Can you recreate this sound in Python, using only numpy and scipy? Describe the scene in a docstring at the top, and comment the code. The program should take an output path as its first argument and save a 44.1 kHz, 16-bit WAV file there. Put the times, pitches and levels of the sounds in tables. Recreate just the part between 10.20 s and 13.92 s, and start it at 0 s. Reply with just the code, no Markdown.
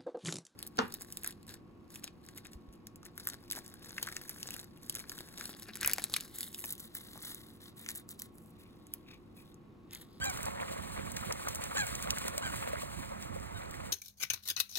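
"""Coots chasing across a lake

Coots run on the surface and give short, sharp calls: rattling harmonic series shaped by throat resonances.
Feet slap (noise bursts), wings smack (damped tones), and plunges leave ringing bubbles and falling spray;
the splashing grows fainter at the end as the chase moves away.
A steady distant wash lies behind, and a light wind rumbles mainly on the right microphone port."""
import sys
import numpy as np
from scipy import signal
from scipy.fft import rfft, irfft
from scipy.io import wavfile

SR = 44100
rng = np.random.default_rng(int(sys.argv[2]) if len(sys.argv) > 2 else 0)


def master_out(mix):
    """Clip the mix to full scale and print it as 16-bit PCM to the path in sys.argv[1]."""
    frames = np.transpose(np.atleast_2d(mix))
    ceiling = np.clip(frames, -1, 1)
    pcm = np.round(ceiling * 32767).astype(np.int16)
    wavfile.write(sys.argv[1], SR, pcm)


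N = 164052

T = np.arange(N) / SR  # seconds
BIN_HZ = np.maximum(np.arange(N // 2 + 1) * SR / N, 1)
CUTOFF_HZ = 15900  # upper band limit


def from_db(db):
    """Logarithmic level: decibels to amplitude gain."""
    return 10 ** (np.asarray(db) / 20)


def rms_one(x):
    """Normalisation: scale to rms 1."""
    return x / np.sqrt(np.mean(x ** 2) + 1e-20)


def at_hz(points, hz):
    """Spectral interpolation: read a curve on a log-frequency axis."""
    f, value = np.transpose(points)
    return np.interp(np.log(hz), np.log(f), value)


def in_time(rows):
    """Envelope interpolation: read a curve at every sample."""
    return np.interp(T, *np.transpose(rows))


def colour(x, spectrum):
    """Linear filtering by a smooth spectrum that keeps the power of white noise."""
    gain = rms_one(from_db(at_hz(spectrum, BIN_HZ)))
    return irfft(rfft(x) * gain, N)


def drift(rate_hz):
    """Low-pass random process: slow chance with spread 1."""
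    slowed = rfft(rng.standard_normal(N)) / (1 + (BIN_HZ / rate_hz) ** 2)
    return rms_one(irfft(slowed, N))


def spread(direct, diffuse):
    """Partial coherence: a common direct sound plus a diffuse part of opposite sign at the two ports."""
    # diffuse share: (frequency [Hz], gain [dB])
    diffuse_share = [(500, -20), (2300, -9), (4300, -10), (5000, -21), (6000, -21), (7000, -11),
                     (10200, -10), (11500, -20), (13200, -9)]
    side = irfft(rfft(diffuse) * from_db(at_hz(diffuse_share, BIN_HZ)), N)
    return direct + side * np.array([[1], [-1]])


def grains(per_s, low_hz, high_hz, cycles, size_db, count=36):
    """Random impulses excite damped resonators: uneven rings of scattered pitch, flat overall spectrum."""
    sizes = from_db(size_db * np.minimum(rng.exponential(1, N), 4))
    sizes = sizes * rng.choice([-1, 1], N)
    clicks = sizes * (rng.random(N) < per_s / SR)
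    dealt = rng.integers(0, count, N)  # the resonator that each click excites
    out = np.zeros(N)
    for k, hz in enumerate(np.geomspace(low_hz, high_hz, count)):
        radius = np.exp(-np.log(1000) * hz / (cycles * SR))  # falls 60 dB in the given cycles
        angle = 2 * np.pi * hz / SR
        feedback = [1, -2 * radius * np.cos(angle), radius * radius]
        excitation = clicks * (dealt == k) + 1e-18 * sizes
        out += hz * signal.lfilter([1, 0, -1], feedback, excitation)
    return rms_one(out)


def wash():
    """Stationary, partly diffuse filtered noise: the steady sound of the far shore."""
    # wash spectrum: (frequency [Hz], relative density [dB per Hz])
    wash_spectrum = [(25, -29), (60, -0.5), (150, -26), (280, -11), (400, -14), (540, 0.5), (800, -4.5),
                     (1200, -7), (2000, -16.5), (3200, -27), (8000, -27), (16000, -49)]
    level_db = -47.5
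    return from_db(level_db) * colour(spread(*rng.standard_normal((2, N))), wash_spectrum)


def wind():
    """Low-frequency noise with a random envelope on the right port; a little reaches the left inverted."""
    # wind spectrum: (frequency [Hz], relative density [dB per Hz])
    wind_spectrum = [(20, -9), (35, -9), (55, 2.5), (110, 0.5), (160, -3), (210, -1.5), (310, -10),
                     (420, -15), (700, -57), (2000, -81)]
    # puffs of wind: (time [s], rise above the steady rumble [dB])
    gust_rows = [(0.79, 5.8), (0.93, 2.5), (1.75, 2.5), (2.28, 3.9), (2.75, 1.8)]
    level_db, left_db, gust_s = -42.5, -26, 0.018  # left is relative to right
    gusts = sum(db * np.exp(-((T - s) / gust_s) ** 2) for s, db in gust_rows)
    gain = from_db(level_db + gusts + 1.8 * drift(20))
    rumble = gain * colour(rng.standard_normal(N), wind_spectrum)
    rumble = signal.sosfilt(signal.butter(2, 30, "high", fs=SR, output="sos"), rumble)
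    return np.array([-from_db(left_db) * rumble, rumble])


def spray():
    """Random superposition of short rings: thrown drops patter back on the surface in clumps."""
    # level of the falling spray: (time [s], level before the common gain [dB])
    spray_levels = [(0.0, -51), (0.25, -56), (1.22, -54.5), (1.44, -50), (1.67, -52), (1.88, -52),
                    (2.31, -52), (2.51, -55), (2.67, -53.5), (3.02, -61), (3.72, -59.5)]
    # drop spectrum: (frequency [Hz], relative density [dB per Hz])
    spray_spectrum = [(1500, 3.5), (2800, 0.5), (4200, 2), (5600, -3.5), (8000, 1), (10000, -1.5),
                      (12500, -7), (16000, -6)]
    drops_per_s, ring_cycles, gain_db = 9000, 5.1, 5
    drops = spread(*[grains(drops_per_s, 1300, SR / 2.2, ring_cycles, size_db=2.0) for _ in range(2)])
    clumps_db = 2.87 * drift(14.7)
    return from_db(in_time(spray_levels) + gain_db + clumps_db) * colour(drops, spray_spectrum)


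def churn():
    """Bubble resonance in random succession: the wake seethes in clumps and surges with every plunge."""
    # plunging feet and wings: (peak time [s], nominal half-length [s], level before colouring [dB])
    plunge_rows = [(0.195, 0.027, -48.5), (0.27, 0.026, -43.5), (0.407, 0.041, -44.5), (0.492, 0.016, -52),
                   (0.568, 0.033, -49.5), (0.78, 0.019, -44), (1.041, 0.021, -46.5), (1.113, 0.011, -42),
                   (1.275, 0.018, -44.5), (1.435, 0.026, -47), (1.52, 0.007, -46), (1.703, 0.039, -48),
                   (1.883, 0.022, -42), (1.975, .007, -43.5), (2.071, 0.018, -43.5), (2.128, 0.013, -48.5),
                   (2.23, 0.056, -52.5), (2.336, 0.013, -49.5), (2.425, 0.024, -48), (2.484, 0.02, -47),
                   (2.551, 0.031, -46), (2.83, 0.01, -44.5), (2.921, 0.012, -48), (3.426, 0.023, -51),
                   (3.607, 0.0089, -47.5)]
    # level of the churned water: (time [s], level before the common gain [dB])
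    churn_levels = [(0.0, -43.5), (0.27, -48.5), (0.73, -48.5), (1.07, -47.5), (1.62, -44), (1.94, -45.5),
                    (2.38, -45.5), (2.5, -46.5), (2.98, -52.5), (3.72, -52.5)]
    # bubble spectrum: (frequency [Hz], relative density [dB per Hz])
    bubble_spectrum = [(250, 8), (400, 6), (540, 11.5), (780, 2.5), (1100, 6), (1600, -0.5), (2200, -5.5),
                       (3000, -13), (4500, -14), (8000, -72)]
    bubbles_per_s, bubble_cycles, bubble_size_db = 500, 21, 3.2
    froth_per_s, froth_cycles, froth_size_db = 800, 11.5, 3.6
    gain_db, clump_db = -6.5, 2.2
    rise_share, fall_share = 0.82, 0.95  # of the nominal half-length
    bubbles = spread(*[grains(bubbles_per_s, 418, 4340, bubble_cycles, bubble_size_db) for _ in range(2)])
    froth = spread(*[grains(froth_per_s, 428, 4600, froth_cycles, froth_size_db) for _ in range(2)])
    plunges = np.zeros(N)
    for s, half, db in plunge_rows:
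        width = half * np.where(T < s, rise_share, fall_share)
        plunges += from_db(db) * np.exp(-.5 * ((T - s) / width) ** 2)
    seething = from_db(in_time(churn_levels) + gain_db + clump_db * drift(20)) * bubbles
    return colour(seething + plunges * froth, bubble_spectrum)


def plops():
    """Volume resonance of a closing air pocket: a large bubble rings briefly and rises in pitch."""
    # plops: (time [s], starting frequency [Hz], nominal peak level [dB])
    plop_rows = [(1.550, 496, -28), (2.177, 562, -24), (2.533, 560, -22), (2.632, 543, -28.5),
                 (0.514, 555, -28), (3.16, 490, -28)]
    decay_cycles = 24.3  # cycles of the starting pitch for a 60 dB fall
    phase_rise_per_s = 6.4  # pitch rises at twice this fraction
    out = np.zeros(N)
    for s, hz, db in plop_rows:
        t = np.clip(T - s, 0, .1)
        decay = from_db(db - 60 * t * hz / decay_cycles)
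        onset = 1 - np.exp(-t * hz * 2)
        out += decay * onset * np.sin(2 * np.pi * hz * t * (1 + phase_rise_per_s * t))
    return out


def smacks():
    """Damped cavity resonance: a wing traps air against the water in a sudden, gritty, hollow knock."""
    # smacks: (time [s], frequency [Hz], level of the tone at onset [dB])
    smack_rows = [(0.264, 690, -28), (0.283, 860, -25.5), (0.399, 700, -28), (0.413, 1710, -41),
                  (0.484, 1240, -30), (0.777, 1450, -28.5), (0.970, 1720, -26.5), (1.110, 1120, -35),
                  (1.275, 1400, -35), (1.285, 1020, -30), (1.511, 1240, -29.5), (1.874, 1370, -29),
                  (2.042, 1560, -32.5), (2.081, 1020, -24), (3.542, 2000, -33)]
    decay_cycles, grit_share = 12, .45  # cycles for a 60 dB fall; noise rms against tone amplitude
    out = np.zeros(N)
    t = np.arange(SR // 25) / SR
    for s, hz, db in smack_rows:
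        band = signal.butter(2, [hz / 2, hz * 2], "band", fs=SR, output="sos")
        grit = rms_one(signal.sosfilt(band, rng.standard_normal(len(t))))
        decay = from_db(db - 60 * t * hz / decay_cycles)
        out[int(s * SR) + np.arange(len(t))] += decay * (np.sin(2 * np.pi * hz * t) + grit_share * grit)
    return out


def slaps():
    """Impact of a foot on water: milliseconds of broadband crackle, one sharp snap, then a short hiss."""
    # slaps: (time [s], level before the common gain [dB], body against treble [dB], snap against crackle [dB])
    slap_rows = [(0.0435, -38, -12, -21), (0.055, -39, -5, -11), (0.0985, -39.5, -3, -13),
                 (0.1744, -45.5, -5, -12), (0.2307, -40, -15, 0), (0.2559, -41.5, -9, -4),
                 (0.9186, -44, -21, -2), (0.9670, -41.5, 0, -17), (1.1245, -38, -3.5, -3),
                 (1.2862, -36, -7, -12), (1.349, -38.5, -19, 6), (1.357, -39.5, -13, -23),
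                 (1.439, -40, -4, -4), (1.668, -42.5, -7, -8), (1.753, -41, -3, -8),
                 (1.8256, -40.5, -9, -6), (1.9063, -33.5, 2, 0.5), (1.9845, -37.5, -9.5, -3),
                 (2.0809, -38, -6.5, -8), (2.18, -35.5, -8.5, 3), (2.607, -59, -8, 0),
                 (3.025, -49.5, -2, -6), (3.1997, -56.5, -6, 2), (3.5111, -51, -4, -10)]
    # spectrum of the crack: (frequency [Hz], relative level [dB])
    crack_spectrum = [(2000, -58), (5500, -7.5), (8000, -0.5), (10500, -1), (13000, -5), (16000, -3)]
    # spectrum of the body: (frequency [Hz], relative level [dB])
    body_spectrum = [(250, -35), (600, -2), (2000, 10), (4300, 12), (6500, 15.5), (12000, -73)]
    gain_db, rise_s, decay_s, tail_s, tail_db, snap_s = 27, 0.002, 0.003, 0.014, -16, .0007
    crack, body = np.zeros(N), np.zeros(N)
    t = np.arange(-SR // 100, SR // 20) / SR
    burst = np.exp(-np.abs(t) / np.where(t < 0, rise_s, decay_s))
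    hiss_tail = (t > 0) * from_db(tail_db) * np.exp(-np.abs(t) / tail_s)
    # the snap sweeps from 0 Hz to the band limit
    snap = (t >= 0) * (t < snap_s) * np.cos(np.pi * CUTOFF_HZ * t * t / snap_s)
    snap = snap / np.linalg.norm(snap)
    for s, db, body_db, snap_db in slap_rows:
        crackle = (burst + hiss_tail) * rng.standard_normal(len(t))
        crackle = crackle / np.linalg.norm(crackle)
        snap_gain = from_db(snap_db)
        hit = (crackle + snap_gain * snap) / np.hypot(1, snap_gain)
        where = int((s + t[0]) * SR) + np.arange(len(t))
        crack[where] += from_db(db + gain_db) * hit
        body[where] += from_db(db + gain_db + body_db) * hit
    return colour(crack, crack_spectrum) + colour(body, body_spectrum)


def squeaks():
    """Additive synthesis of a gliding harmonic tone: a far bird gives a thin, falling note."""
    # squeaks: (start [s], length [s], start pitch [Hz], end pitch [Hz], reference level [dB])
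    squeak_rows = [(3.345, 0.047, 772, 750, -51.5)]
    # partials: (multiple of the pitch, level against the reference [dB])
    partials = [(2, 2), (4, -7), (5, 0)]
    jitter_share = .018
    out = np.zeros(N)
    for start, length, from_hz, to_hz, db in squeak_rows:
        share = np.clip((T - start) / length, 0, 1)
        glide_hz = to_hz + (from_hz - to_hz) * (1 - share) ** 2
        phase = 2 * np.pi * np.cumsum(glide_hz * (1 + jitter_share * drift(290))) / SR
        arch = np.sqrt(np.abs(np.sin(np.pi * share)))
        out += arch * sum(from_db(db + part_db) * np.sin(k * phase) for k, part_db in partials)
    return out


def calls():
    """Source-filter voice: rattling harmonics shaped by the throat; rasp shakes pitch and doubles the period."""
    # one list for each call: (time [s], pitch [Hz], level [dB], odd harmonics [dB],
    # harmonics above the third [dB], rasp [0-1])
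    call_tracks = [
        [(0.006, 738, -58, -18, -12, 0.02), (0.016, 766, -30, -15, 0.5, 0), (0.034, 800, -30, -22, -1, 0.14),
         (0.046, 801, -33.5, -33, 9, 0.23), (0.056, 791, -38.5, 9, -1.5, 0.12), (0.080, 797, -34.5, 4, -1.5, 0),
         (0.106, 744, -41, 8.5, -13, 0.2), (0.120, 710, -50, 9, 7, .1)],
        [(1.557, 758, -41, -2, 8, 0.8), (1.568, 791, -30, -9, 1, 0.47), (1.574, 824, -26.5, -4, 5.5, 0.5),
         (1.590, 864, -27, -6.5, 3, 0.08), (1.606, 809, -27.5, -2, 3, 0.03), (1.619, 816, -25, -5, -4, 0),
         (1.629, 760, -32.5, -2, -25, 0), (1.645, 728, -35.5, 4, -21, 0), (1.654, 720, -50, 0, -14, .05)],
        [(2.220, 641, -37.5, -4, 1, 0.8), (2.236, 798, -36, -1, -4, 0.26), (2.254, 791, -34, -6, 0, 0),
         (2.277, 757, -36.5, -3, -4, 0.3), (2.305, 700, -43, -6, 1, 0.4)],
    ]
    # response of throat and bill: (frequency [Hz], relative level [dB])
    throat = [(790, -5.5), (1600, -3), (2000, -14), (2400, -14), (2800, -9.5), (3170, -14.5), (3400, -26),
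              (4000, -12.5), (4900, -19), (5700, -25.5), (7400, -12), (8800, -27.5), (13000, -30)]
    rasp_hz, rasp_jitter, flutter_db, hiss_db = 400, 0.07, 2, -10.5
    rattle_hz, rattle_depth = 108, .45
    doubling = .6  # alternation of strong and weak cycles at full rasp
    out = np.zeros(N)
    jitter, shake = drift(rasp_hz), drift(rasp_hz)
    flutter = [drift(75) for _ in range(16)]
    hiss = colour(rng.standard_normal(N), throat)
    rattle_phase = 2 * np.pi * np.cumsum(rattle_hz * (1 + 0.097 * drift(31))) / SR
    rattle = rattle_depth * np.sin(rattle_phase)
    for call in call_tracks:
        s, *columns = np.transpose(call)
        on = (T >= s[0]) & (T < s[-1])
        pitch, db, odd_db, treble_db, rasp = [np.interp(T[on], s, c) for c in columns]
        phase = 2 * np.pi * np.cumsum(pitch * (1 + rasp_jitter * rasp * jitter[on])) / SR
        rough = 1 + rasp * (doubling * np.cos(phase / 2) + .5 * shake[on])
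        for k in range(1, 17):
            level = db + at_hz(throat, k * pitch) + odd_db * (k % 2) + treble_db * (k > 3)
            level = level + flutter_db * flutter[k - 1][on]
            beating = 1 + rattle[on] * min(k / 5, 1.5)  # higher harmonics rattle more
            tone = np.sin(k * phase + 2 * np.pi * rng.random())
            out[on] += from_db(level) * tone * rough * beating
        air_gain = from_db(db + treble_db + hiss_db) * np.sqrt(np.abs(rasp))
        out[on] += air_gain * hiss[on] * (1 + rattle[on])
    return out


def bank_echo(x):
    """Diffuse scattering as convolution with decaying noise: the bank trails each call with a dull echo."""
    level_db, delay_s, decay_s, cut_hz = -17, 0.028, 0.089, 2900
    t = np.arange(SR // 2) / SR
    tail = (t > delay_s) * np.exp(-t / decay_s) * rng.standard_normal(len(t))
    tail = tail / np.linalg.norm(tail)
    tail = signal.sosfilt(signal.butter(2, cut_hz, fs=SR, output="sos"), tail)
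    return from_db(level_db) * signal.fftconvolve(x, tail)[:N]


def ports(x):
    """Inter-channel transfer function: the right port hears the lake with its own phase and colour."""
    # phase between the ports: (frequency [Hz], lead of the left [rad])
    left_lead = [(100, 3.1), (500, 2.85), (750, 2.7), (1150, 1.95), (1650, 1.9), (2050, 1.1), (2600, 2.5),
                 (3400, 2.5), (4100, 1.95), (4900, 3.08), (6100, 3.2), (7700, 6.1), (9400, 6.35),
                 (11100, 9.2), (12500, 9.6), (14000, 12.5)]
    # right port against left: (frequency [Hz], gain [dB])
    right_gain = [(1700, 0), (2350, 5.5), (3200, 2), (3900, -1)]
    response = from_db(at_hz(right_gain, BIN_HZ)) * np.exp(-1j * at_hz(left_lead, BIN_HZ))
    return np.array([x[0], irfft(rfft(x[1]) * response, N)])


def scene():
    """Superposition: birds and water reach the two ports; wind blows across them."""
    voices = calls() + squeaks()
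    splashes = slaps() + smacks() + plops() + churn() + spray()
    return ports(voices + bank_echo(voices) + splashes + wash()) + wind()


def record(dry):
    """Band limiting: a steep elliptic low-pass cuts the top."""
    low_pass = signal.ellip(12, .1, 80, CUTOFF_HZ, fs=SR, output="sos")
    return signal.sosfilt(low_pass, dry)


dry = scene()
out = record(dry)
master_out(out)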